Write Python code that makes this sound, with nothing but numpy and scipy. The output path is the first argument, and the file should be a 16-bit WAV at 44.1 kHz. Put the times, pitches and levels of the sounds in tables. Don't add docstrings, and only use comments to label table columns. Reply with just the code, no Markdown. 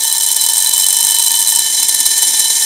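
import sys
import numpy as np
from scipy import signal
from scipy.fft import rfft, irfft
from scipy.io import wavfile

SR = 44100
rng = np.random.default_rng(int(sys.argv[2]) if len(sys.argv) > 2 else 0)


def log_audio(samples):
    frames = np.atleast_2d(samples).T
    limited = np.clip(frames, -1, 1)
    pcm = np.round(limited * 32767).astype(np.int16)
    wavfile.write(sys.argv[1], SR, pcm)


N = 116865


def amp(db):
    return 10 ** (np.asarray(db) / 20)


def unit(x):
    return x / np.sqrt(np.mean(x ** 2) + 1e-20)


def read(points, hz):
    f, db = np.transpose(points)
    return np.interp(np.log(hz + 1), np.log(f + 1), db)


def add(mix, s, sound):
    part = mix[max(round(s * SR), 0):][:len(sound)]
    part += sound[:len(part)]


def knocks():
    # (time [s], relative strength [dB])
    blows = [(0.0351, -8.5), (0.05, -9.5), (0.0784, -9.5), (0.1253, -5.5), (0.1812, -7.5), (0.2215, -9.0),
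             (0.2344, -8.0), (0.2628, -7.5), (0.2869, -8.5), (0.3147, -5.5), (0.3264, -9.0), (0.3645, -4.5),
             (0.4119, -7.0), (0.4384, -7.5), (0.4624, -7.5), (0.4872, -6.0), (0.4983, -9.0), (0.5341, -8.0),
             (0.5679, -10.0), (0.5802, -5.0), (0.6023, -8.5), (0.6233, -7.0), (0.6455, -8.0),
             (0.6697, -7.5), (0.6923, -7.0), (0.7358, -5.0), (0.767, -9.5), (0.7788, -5.0), (0.7995, -8.0),
             (0.8211, -8.0), (0.8425, -7.5), (0.8643, -6.0), (0.8855, -5.0), (0.9049, -7.0), (0.9269, -4.5),
             (0.9675, -5.0), (0.9868, -9.5), (1.006, -6.5), (1.0278, -6.5), (1.048, -5.0), (1.068, -5.5),
             (1.0882, -8.0), (1.1077, -6.5), (1.1178, -9.5), (1.1472, -8.0), (1.1857, -5.5),
             (1.1949, -10.0), (1.2245, -6.5), (1.243, -9.0), (1.2629, -7.0), (1.2816, -6.5), (1.3165, -6.0),
             (1.352, -7.5), (1.3715, -9.5), (1.3893, -8.0), (1.3982, -9.5), (1.4053, -9.0), (1.416, -10.0),
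             (1.4258, -8.0), (1.4742, -8.0), (1.4822, -7.0), (1.4905, -7.5), (1.4998, -8.0), (1.5088, -9.5),
             (1.5263, -8.5), (1.5507, -10.0), (1.5591, -4.5), (1.5919, -4.0), (1.8303, -3.0),
             (1.8848, -6.5), (1.892, -6.0), (1.9469, -6.0), (2.0015, -5.5), (2.0629, -2.0), (2.1794, -7.0),
             (2.223, -4.5), (2.2302, -6.5), (2.3948, -3.5)]
    # (frequency [Hz], relative level [dB])
    blow_tone = [(60, -6), (300, -9), (1000, -4), (3000, -7.5), (5500, -5.5), (7500, 0.5), (8400, 5),
                 (9200, 2), (11000, 3.5), (15000, -5.5)]
    knock_db, rebound_db = 22, -14.5
    contact_s, skid_s, skid_gain = 0.00019, 0.0035, 4.7
    rebound_s = .0095
    force = np.zeros(N)
    t = np.arange(512) / SR
    for s, db in blows:
        length, flight = rng.uniform(.8, 1.2, 2)
        contact = np.exp(-t / contact_s)
        skid = skid_gain / (1 + (t / (skid_s * length)) ** 6)
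        envelope = contact + skid
        add(force, s, amp(knock_db + db) * burst(envelope))
        add(force, s + rebound_s * flight, amp(knock_db + db + rebound_db) * burst(envelope))
    return beaker(force, blow_tone)


def burst(envelope, count=2):
    x = rng.standard_normal(len(envelope)) * envelope
    for _ in range(count):
        spectrum = rfft(x)
        flat = irfft(spectrum / (abs(spectrum) + 1e-12), len(x))
        x = flat * np.sqrt(envelope)
    return x / np.linalg.norm(x)


def scrape():
    # (time [s], relative level [dB])
    pressing = [(0, -15.5), (.22, -16.5), (.6, -15), (1.0, -15), (1.42, -15.5), (1.445, -17.5),
                (1.47, -15.5), (1.61, -15), (1.63, -14.5), (1.83, -13), (1.865, -16), (1.89, -14),
                (2.1, -13.5), (2.39, -12), (2.425, -12.5), (2.46, -14), (2.65, -12)]
    # (frequency [Hz], relative level [dB])
    rattle_tone = [(60, -14), (300, -1), (1000, 4.5), (3000, 1), (5500, 4), (8400, 1.5), (9200, -1),
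                   (11000, 0.5), (15000, -5.5)]
    # (frequency [Hz], relative level [dB])
    settled_tone = [(60, -6), (300, 2.5), (1000, -1), (2200, 2.5), (3000, -3), (3500, -0.5), (5500, 2.5),
                    (7400, 1.5), (8400, -4), (9150, 2), (10000, -1.5), (12000, -3.5), (15000, -12.5)]
    settled_s = 1.6
    wobble_hz, wobble_peak_s, wobble_db = 17.7, 2.062, 2
    taps_db, settled_taps = 9, .35
    rough_db = 1.4
    t = np.arange(N) / SR
    settled = t > settled_s
    wobble = wobble_db * settled * np.cos(2 * np.pi * wobble_hz * (t - wobble_peak_s))
    jabs = taps()
    tapping = taps_db * np.where(settled, settled_taps, 1) * (jabs - jabs.mean())
    roughness = rough_db * drift(rate_hz=68)
    level_db = np.interp(t, *np.transpose(pressing)) + wobble + tapping + roughness
    force = amp(level_db) * grains(per_s=9000, spread_db=0.5)
    rattling = beaker(force * ~settled, rattle_tone)
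    sliding = beaker(force * settled, settled_tone)
    return rattling + sliding


def taps(count=400):
    taps_per_s, tap_s = 100, .003
    jabs = np.zeros(N)
    t = np.arange(1024) / SR
    for k, (late, size) in enumerate(rng.random((count, 2))):
        add(jabs, (k + late) / taps_per_s, (.5 + .5 * size) / (1 + (t / tap_s) ** 4))
    return np.minimum(jabs, 1)


def grains(per_s, spread_db):
    size = amp(spread_db * np.minimum(rng.exponential(1, N), 3)) * rng.choice([-1, 1], N)
    return unit(size * (rng.random(N) < per_s / SR))


def drift(rate_hz):
    f = np.fft.rfftfreq(N, 1 / SR) / rate_hz
    return unit(irfft(rfft(rng.standard_normal(N)) * np.sqrt(f) * np.exp(-f ** 2), N))


def beaker(force, tone, size=8192):
    # (frequency [Hz], width [Hz], relative level [dB])
    glass_modes = [(875, 70, -18), (925, 44, -11.5), (1780, 44, -10.5), (3042, 21, 3.5), (3100, 90, -11),
                   (3558, 60, -9), (3995, 50, -1.5), (4045, 44, 1), (5315, 80, -5.5), (5930, 80, -6),
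                   (6300, 140, -9), (6515, 50, -8), (7350, 320, -5), (8110, 190, -7), (8430, 170, -1),
                   (8610, 200, -4), (9080, 260, -1), (10000, 280, -5), (11650, 500, -9.5),
                   (12900, 600, -13.5), (13470, 140, -14)]
    # (frequency [Hz], relative level [dB])
    body = [(30, -76), (120, -40), (270, -28.5), (700, -34), (1300, -35.5), (2200, -24), (2850, -29.5),
            (3200, -17.5), (4700, -18), (6500, -14.5), (9500, -22.5), (10700, -19.5), (13300, -13),
            (14000, -17), (14800, -6), (15700, -20.5)]
    skirt = 1.39
    hz = abs(np.fft.fftfreq(size, 1 / SR)) + 1
    power = amp(read(body, hz)) ** 2
    for f, width, db in glass_modes:
        detuning = f / width * (hz / f - f / hz)
        power = power + amp(db) ** 2 / (1 + detuning ** 2) ** skirt
    gain = unit(np.sqrt(power) * amp(read(tone, hz)))
    log_response = np.conj(signal.hilbert(np.log(gain + 1e-9)))
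    ring = np.fft.ifft(np.exp(log_response)).real
    return signal.fftconvolve(force, ring[:size // 2])[:N]


def thumps():
    # (time [s], amplitude before damping [dB])
    thump_starts = [(0.738, -36), (1.047, -34), (2.064, -27)]
    thump_hz, thump_s = 84.5, 0.0036
    out = np.zeros(N)
    t = np.arange(2048) / SR
    for s, db in thump_starts:
        add(out, s, amp(db) * np.sin(2 * np.pi * thump_hz * t) * np.exp(-t / thump_s))
    return out


def room(x):
    t60_s = 0.067
    t = np.arange(SR // 2) / SR
    tail = rng.standard_normal(len(t)) * 1000 ** (-t / t60_s)
    tail = tail * (t > .002)
    return signal.fftconvolve(x, tail / np.linalg.norm(tail))[:N]


def motor():
    # (frequency [Hz], rms level [dB])
    hum = [(140, -65.5), (180, -65), (250, -57), (335, -58), (550, -55)]
    air_db = -46.5
    tones = 0
    for hz, db in hum:
        wavering_hz = hz * (1 + 0.01184 * drift(rate_hz=8.4))
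        tones = tones + amp(db) * np.sin(2 * np.pi * np.cumsum(wavering_hz) / SR)
    return np.sqrt(2) * tones + amp(air_db) * air()


def air():
    # (frequency [Hz], relative spectral density [dB per Hz])
    rush = [(20, -36), (60, -35), (115, -7.5), (240, -13.5), (500, -2), (2000, -7), (15000, -41)]
    gain = amp(read(rush, np.fft.rfftfreq(N, 1 / SR)))
    return unit(irfft(rfft(rng.standard_normal(N)) * gain, N))


def scene():
    room_db = -13.5
    glass = knocks() + scrape()
    mono = glass + amp(room_db) * room(glass) + thumps() + motor()
    return np.array([mono, mono])


def record(dry):
    clip_level, edge_hz = .9, 15800
    clipped = np.clip(dry, -clip_level, clip_level)
    low_pass = signal.firwin(1023, edge_hz, window=("kaiser", 8), fs=SR)
    return signal.oaconvolve(clipped, low_pass[None], "same")


dry = scene()
out = record(dry)
log_audio(out)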